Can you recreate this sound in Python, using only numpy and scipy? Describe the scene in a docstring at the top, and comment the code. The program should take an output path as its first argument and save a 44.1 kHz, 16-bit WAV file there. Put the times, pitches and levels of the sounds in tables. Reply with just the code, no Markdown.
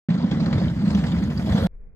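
"""A sled races down an iced channel outdoors, coming closer to a small two-port microphone.
Random bumps drum the hollow track through its resonances, and hard landings add decaying low tones.
The runners scrape as patchy noise with cracks at joints in the ice; fittings tick as short ringing noise.
Spray is high hiss, and the hull growls and sings as noise in narrow resonances that grow, then hold.
The sled cuts in from silence, and cuts out to a faint, very deep rumble of filtered noise."""
import sys
import numpy as np
from scipy import signal
from scipy.fft import rfft, irfft, next_fast_len
from scipy.io import wavfile
from scipy.ndimage import uniform_filter1d

SR = 44100
rng = np.random.default_rng(int(sys.argv[2]) if len(sys.argv) > 2 else 0)


def transcribe(signal):
    """Save signal, clipped to [-1, 1], as a 16-bit WAV file at the path in sys.argv[1]."""
    frames = np.atleast_2d(signal).T
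    limited = np.clip(frames, -1, 1)
    pcm = np.round(limited * 32767).astype(np.int16)
    wavfile.write(sys.argv[1], SR, pcm)


def invert_db(level):
    """Linear amplitude ratio for a level in decibels (20 dB per decade), elementwise."""
    return 10 ** (np.asarray(level, dtype=float) / 20)


N = 85995


def evened(x):
    """Scales a sound to an rms of 1, all channels together."""
    return x / np.sqrt(np.mean(x ** 2) + 1e-20)


def read(points, hz):
    """Reads a spectrum table on a logarithmic frequency axis."""
    f, value = np.transpose(points)
    return np.interp(np.log(hz + 1), np.log(f + 1), value)


def curve(table, t, axis=1):
    """Draws straight lines through one column of a table against its times."""
    rows = np.array(table)
    return np.interp(t, rows[:, 0], rows[:, axis])


def filtered(x, gain):
    """Applies a complex gain given as a function of Hz."""
    size = next_fast_len(2 * N)
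    spectrum = rfft(x, size) * gain(np.fft.rfftfreq(size, 1 / SR))
    return irfft(spectrum, size)[..., :N]


def resonate(x, hz, width):
    """A resonance of gain 1: shifts hz down to zero, smooths, and shifts back up."""
    turn = np.exp(2j * np.pi * hz * np.arange(len(x)) / SR)
    r = np.exp(-np.pi * width / SR)
    return 2 * (turn * signal.lfilter([1 - r], [1, -r], x / turn)).real


def strike(times, db, sound):
    """Places one sound at each time and level."""
    train = np.zeros(N)
    train[np.round(np.asarray(times) * SR).astype(int)] = invert_db(np.asarray(db))
    return signal.oaconvolve(train, sound)[:N]


def deep_rumble():
    """Faint, slow noise, most alike in both ports near 70 Hz and little alike higher up."""
    # Colour of the rumble. Each row: frequency in Hz, relative level in dB per Hz.
    rumble_colour = [(8, -14), (18, 2), (26, -9.5), (33, -0.5), (42, -11), (70, -19), (130, -31.5),
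                     (185, -25), (270, -43.5), (450, -35), (700, -50.5), (1200, -56), (2400, -58.5),
                     (2900, -85), (16000, -95)]
    # Loudness of the rumble. Each row: time in seconds, level in dB.
    rumble_level = [(1.68, -47.5), (1.752, -34.5), (1.77, -43), (1.812, -36.5), (1.945, -40)]
    # How alike the ports sound. Each row: frequency in Hz, likeness 0-1.
    likeness = [(30, 0.85), (70, 1), (130, 0.71), (400, 0.17), (1000, .05)]
    a, b = rng.standard_normal((2, N))
    same = lambda hz: np.clip(read(likeness, hz), 0, 1)
    right = filtered(a, same) + filtered(b, lambda hz: np.sqrt(1 - same(hz) ** 2))
    rumble = filtered(np.array([a, right]), lambda hz: invert_db(read(rumble_colour, hz)))
    return evened(rumble) * invert_db(curve(rumble_level, np.arange(N) / SR))


def hull():
    """Close by, the hull growls and the runners sing: noise in a few resonances, each growing until it holds."""
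    # Each row: frequency in Hz, width of the first of two filters in Hz, full level in dB, time it is full in s.
    resonances = [(469, 39, -36, 1.63), (540.6, 35, -41, 1.6), (639, 36, -43, 1.48),
                  (3360, 230, -48.5, 1.52)]
    growth_db_per_s, throb_db = 123, 2.5  # the throb is an rms swing
    t = np.arange(N) / SR
    noise = rng.standard_normal((len(resonances), 3, N))
    out = np.zeros((2, N))
    for (hz, width, db, full_s), (a, b, c) in zip(resonances, noise):
        slow = uniform_filter1d(uniform_filter1d(c, 500), 500)
        throb = throb_db * evened(slow)
        ring = evened(np.array([resonate(resonate(x, hz, width), hz, 2 * width) for x in (a, b)]))
        out += ring * invert_db(db + throb - growth_db_per_s * np.maximum(full_s - t, 0))
    return out


def spray():
    """Soft high hiss of thrown ice dust, heard more as the sled nears."""
    # Colour of the hiss. 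Each row: frequency in Hz, relative level in dB per Hz.
    spray_colour = [(5180, -29), (8800, -7), (9330, -6), (10600, 2.5), (12200, 1.5), (14500, -6),
                    (15800, -14.5)]
    # Loudness of the hiss. Each row: time in seconds, level in dB.
    spray_level = [(0.09, -89), (0.198, -80.5), (0.594, -68.5), (0.83, -71.5), (0.97, -61.5), (1.0, -67.5),
                   (1.278, -65.5), (1.58, -58), (1.665, -54)]
    hiss = filtered(rng.standard_normal((2, N)), lambda hz: invert_db(read(spray_colour, hz)))
    return evened(hiss) * invert_db(curve(spray_level, np.arange(N) / SR))


def ticks():
    """Loose fittings tick: each is a short rattle of noise ringing in one broad metal resonance."""
    # Each row: start in seconds, level in dB before the trim, resonance in Hz.
    fittings = [(0.1027, -73, 3300), (0.1396, -37.5, 4180), (0.184, -37, 4230), (0.223, -39.5, 4680),
                (0.3112, -30, 3370), (0.404, -35, 4620), (0.4586, -33.5, 4200), (0.6, -38, 4300),
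                (0.639, -36, 3540), (0.6809, -31, 3380), (0.839, -57, 3350), (0.9485, -31, 3310),
                (1.1194, -29.5, 3290), (1.2374, -52, 3480), (1.3745, -31.5, 4740), (1.5219, -36, 3460),
                (1.5743, -26.5, 3300), (0.3214, -31.5, 1530), (0.4594, -27.5, 1280), (0.5272, -27, 1980),
                (0.9462, -34, 1830), (0.9734, -35, 1297), (1.038, -24, 1718), (1.2246, -30, 1500),
                (1.3934, -34.5, 2090), (0.9023, -34, 5030), (0.9477, -38, 5900), (1.2376, -43, 6430)]
    rise_s, t60_s, trim_db, width_hz = 0.0013, 0.036, -1, 460
    u = np.arange(3000) / SR
    out = np.zeros((2, N))
    shape = (1 - np.exp(-u / rise_s)) * invert_db(-60 * u / t60_s)
    noise = rng.standard_normal((len(fittings), 2, len(u)))
    for (s, db, hz), pair in zip(fittings, noise):
        for k in (0, 1):
            ring = evened(resonate(resonate(pair[k], hz, width_hz), hz, 3 * width_hz))
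            out[k] += strike([s], [db + trim_db], ring * shape)
    return out


def scrape():
    """Two unrelated streams of patchy steel-on-ice hiss that chatter and crack together."""
    # Steady scrape of the runners. Each row: time in seconds, level in dB.
    runner_level = [(.09, -39), (.2, -40), (.29, -40.5), (.4, -38.5), (.58, -39), (.74, -43), (.86, -42.5),
                    (1.0, -40), (1.2, -40.5), (1.35, -45), (1.45, -41), (1.55, -39.5), (1.67, -36.5)]
    # Blend of the two colours. Each row: time in seconds, share of the brighter colour 0-1.
    colour_blend = [(.09, 0.05), (.5, 0.11), (.9, 0.51), (1.3, 0.36), (1.5, 0.57), (1.67, 0.31)]
    # Darker and brighter colours of the scrape. Each row: frequency in Hz, relative level in dB per Hz.
    darker_colour = [(300, -27.5), (440, -13.5), (480, -1.5), (640, -6.5), (900, -8), (2000, -14.5),
                     (2650, -23.5), (3300, -20), (4800, -23), (5700, -29), (7800, -39), (9000, -50),
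                     (12000, -62), (15800, -86.5)]
    brighter_colour = [(300, -26), (440, -19.5), (480, -15.5), (640, -6), (1100, -19), (2100, -18.5),
                       (2650, -20.5), (3300, -19), (5000, -23), (5700, -29.5), (7800, -26), (9300, -41.5),
                       (11500, -49.5), (15800, -64)]
    # The runners cross joints in the ice. Each row: start in seconds, crack level in dB before the trim.
    joints = [(0.1005, -28), (0.2227, -43.5), (0.3105, -23), (0.3394, -35), (0.3994, -29.5), (0.459, -27),
              (0.5268, -23.5), (0.5778, -30), (0.6215, -37), (0.6714, -44.5), (0.8379, -41.5),
              (0.876, -31.5), (0.902, -27.5), (0.9462, -35), (0.9714, -37), (0.9824, -47.5), (0.9941, -47),
              (1.036, -31.5), (1.0634, -29), (1.1134, -32), (1.1807, -37.5), (1.2266, -32), (1.2996, -32),
              (1.3214, -39), (1.3922, -31), (1.46, -33.5), (1.493, -29), (1.5198, -28.5), (1.5529, -29),
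              (1.5782, -27), (1.6247, -34)]
    patch_db, chatter_db, chatter_hz = 2.05, 1.5, 60  # both dB values are rms swings
    crack_t60_s, wash_t60_s, wash_db = 0.039, 0.24, -7.5  # a dry crack and a longer, softer wash
    burst_rise_s, burst_trim_db = 0.0033, -3.5
    frames, hz, t = N // 256 + 5, np.fft.rfftfreq(1024, 1 / SR), np.arange(N) / SR

    # patches: noise smoothed over frequency and time colours both streams alike
    z = rng.standard_normal((frames, 513, 5)).T
    patches = evened(uniform_filter1d(uniform_filter1d(z[4], 14, 0), 6, 1))
    bright = np.clip(curve(colour_blend, np.arange(frames) * 256 / SR), 0, 1)
    db = (1 - bright) * read(darker_colour, hz)[:, None] + bright * read(brighter_colour, hz)[:, None]
    gain = invert_db(db + patch_db * patches) / np.sqrt(np.mean(invert_db(db) ** 2, 0))
    spectra = (z[:2] + 1j * z[2:4]) * gain
    hiss = evened(signal.istft(spectra, nperseg=1024, noverlap=768)[1][:, :N])

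    slow = lambda f: 1 / (1 + (f / chatter_hz) ** 2) * (f > 4)
    chatter = evened(filtered(rng.standard_normal(N), slow))
    steady = invert_db(curve(runner_level, t) + chatter_db * chatter)

    s, crack_db = np.transpose(joints)
    u = t[:12000]
    decay = invert_db(-60 * u / crack_t60_s) + invert_db(wash_db - 60 * u / wash_t60_s)
    burst = (1 - np.exp(-u / burst_rise_s)) * decay
    cracks = strike(s, crack_db + burst_trim_db, burst)
    return hiss * np.hypot(steady, cracks)


def drumming():
    """Random bumps under the runners shake the hollow track; hard landings add thumps."""
    # How hard the sled bears on the track.
    # Each row: time in seconds, drumming level in dB, level of the deep part relative to that in dB.
    bearing = [(0.09, -21.5, -17), (0.154, -23, -30.5), (0.194, -26.5, -11), (0.252, -19.5, -22),
               (0.3, -27, -19.5), (0.316, -20, -18), (0.488, -22.5, -7.5), (0.632, -19.5, -7.5),
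               (0.752, -29, -1), (0.852, -22, -10.5), (0.988, -22, -3), (1.408, -25, -5), (1.496, -21, -15),
               (1.522, -29, 8.5), (1.55, -21.5, -11), (1.665, -27.5, 3.5)]
    # Body of the channel. Each row: frequency in Hz, relative level in dB per Hz.
    track_body = [(13, -61), (22, -45.5), (40, -33), (66, -7.5), (97, -6), (135, -3.5), (178, 1.5),
                  (225, 0.5), (425, -21.5), (468, -21.5), (600, -25.5), (780, -69.5), (1320, -120)]
    # Ringing of the channel. Each row: frequency in Hz, width of the first of two filters in Hz, relative dB.
    track_modes = [(149.8, 12, -14), (175.1, 6.7, 1), (202.3, 11, -8), (229, 22.8, -14.5)]
    # The sled's weight lands hard. Each row: start in seconds, envelope peak in dB before the trim, pitch in Hz.
    landings = [(0.104, -16, 168), (0.241, -11, 174.2), (0.315, -8, 179.6), (0.338, -17, 173),
                (0.419, -9.5, 208.2), (0.545, -8, 132), (0.575, -16, 121), (0.639, -6.5, 168.4),
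                (0.709, -15.5, 148), (0.872, -13, 175.6), (0.945, -6.5, 194), (0.98, -15.5, 206.6),
                (1.042, -12, 177), (1.108, -16.5, 173.6), (1.224, -14, 190), (1.36, -13, 184.7),
                (1.44, -20.5, 183), (1.48, -17, 222.5), (1.544, -15.5, 173), (1.577, -11.5, 178),
                (1.618, -25, 125.6), (1.646, -9.5, 184.2)]
    bumps_per_s, bump_spread_db, modes_db, split_hz = 450, 2, -3, 117
    thump_trim_db, thump_rise_s, thump_t60_s = -3, 0.0038, 0.05
    t = np.arange(N) / SR

    heights = invert_db(bump_spread_db * np.minimum(rng.exponential(1, N), 4))
    bumps = heights * rng.choice([-1., 1.], N)
    bumps = bumps * (rng.random(N) < bumps_per_s / SR)

    upper = lambda hz: 1 / (1 + (split_hz / (hz + 1)) ** 8)
    deep = evened(filtered(bumps, lambda hz: invert_db(read(track_body, hz)) * (1 - upper(hz))))
    body = evened(filtered(bumps, lambda hz: invert_db(read(track_body, hz)) * upper(hz)))
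    ring = evened(sum(invert_db(db) * resonate(resonate(bumps, hz, w), hz, 2 * w) for hz, w, db in track_modes))
    drum = evened(body + invert_db(modes_db) * ring)
    out = (drum + deep * invert_db(curve(bearing, t, axis=2))) * invert_db(curve(bearing, t))

    u = t[:5000]
    shape = (1 - np.exp(-u / thump_rise_s)) ** 2 * invert_db(-60 * u / thump_t60_s)
    shape = shape / shape.max()
    for s, db, hz in landings:
        out += strike([s], [db + thump_trim_db], shape * np.sin(2 * np.pi * hz * u))
    return out


def ports(a, b):
    """The right port hears part of the left's sound, shifted in phase, and the rest from elsewhere."""
    # Sound common to both ports. Each row: frequency in Hz, shared part 0-1.
    shared_part = [(60, .9995), (250, .995), (600, .92), (1400, .79), (3000, .6), (6000, .48), (11000, .28)]
    # Phase between the ports. Each row: frequency in Hz, lead of the left in radians.
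    left_lead = [(0, 0), (780, 1.1), (1810, 0.8), (2580, 2.8), (3360, 1.9), (4050, 2.6), (4820, 4.6),
                 (5430, 4.3), (6980, 6.3), (8100, 6.2), (13300, 9.9), (15100, 16.8), (15400, 12.5),
                 (15900, 12.5)]
    # Balance of the ports. Each row: frequency in Hz, left minus right in dB.
    balance = [(60, -0.5), (92, 1.5), (140, 0), (210, -1), (330, -2.5), (500, -5.5), (770, -0.5), (1170, 4),
               (1790, -1.5), (2740, 5), (4190, -4.5), (6410, -0.5), (9810, 1), (15000, -3.5)]
    same = lambda hz: np.clip(read(shared_part, hz), 0, 1)
    half_tilt = lambda hz: invert_db(read(balance, hz) / 2)
    lag = lambda hz: np.exp(-1j * np.interp(hz, *np.transpose(left_lead)))
    left = filtered(a, half_tilt)
    common = filtered(a, lambda hz: same(hz) * lag(hz) / half_tilt(hz))
    elsewhere = filtered(b, lambda hz: np.sqrt(1 - same(hz) ** 2) / half_tilt(hz))
    return np.array([left, common + elsewhere])


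def scene():
    """Sums the sled's sounds at the two ports, cuts them in and out, and leaves the rumble."""
    cut_in_s, cut_out_s, fade_in_s, fade_out_s = .0858, 1.6698, .003, .0001
    t = np.arange(N) / SR
    high = scrape() + ticks() + spray() + hull()
    sled = ports(drumming() + high[0], drumming() + high[1])
    starts = np.clip((t - cut_in_s) / fade_in_s, 0, 1)
    stays = np.clip((cut_out_s - t) / fade_out_s, 0, 1)
    return sled * starts * stays + deep_rumble() * (1 - stays)


def low_pass(x):
    """Removes everything above the highest recorded frequency."""
    return signal.sosfilt(signal.butter(12, 16370, fs=SR, output="sos"), x)


def record(dry):
    """Limits the treble with a steep linear-phase low-pass and finishes the mix."""
    top_hz = 15900
    lowpass = signal.firwin(255, top_hz, window=("kaiser", 9), fs=SR)
    limited = signal.oaconvolve(dry, lowpass[None], "same")
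    return low_pass(limited)


dry = scene()
out = record(dry)
transcribe(out)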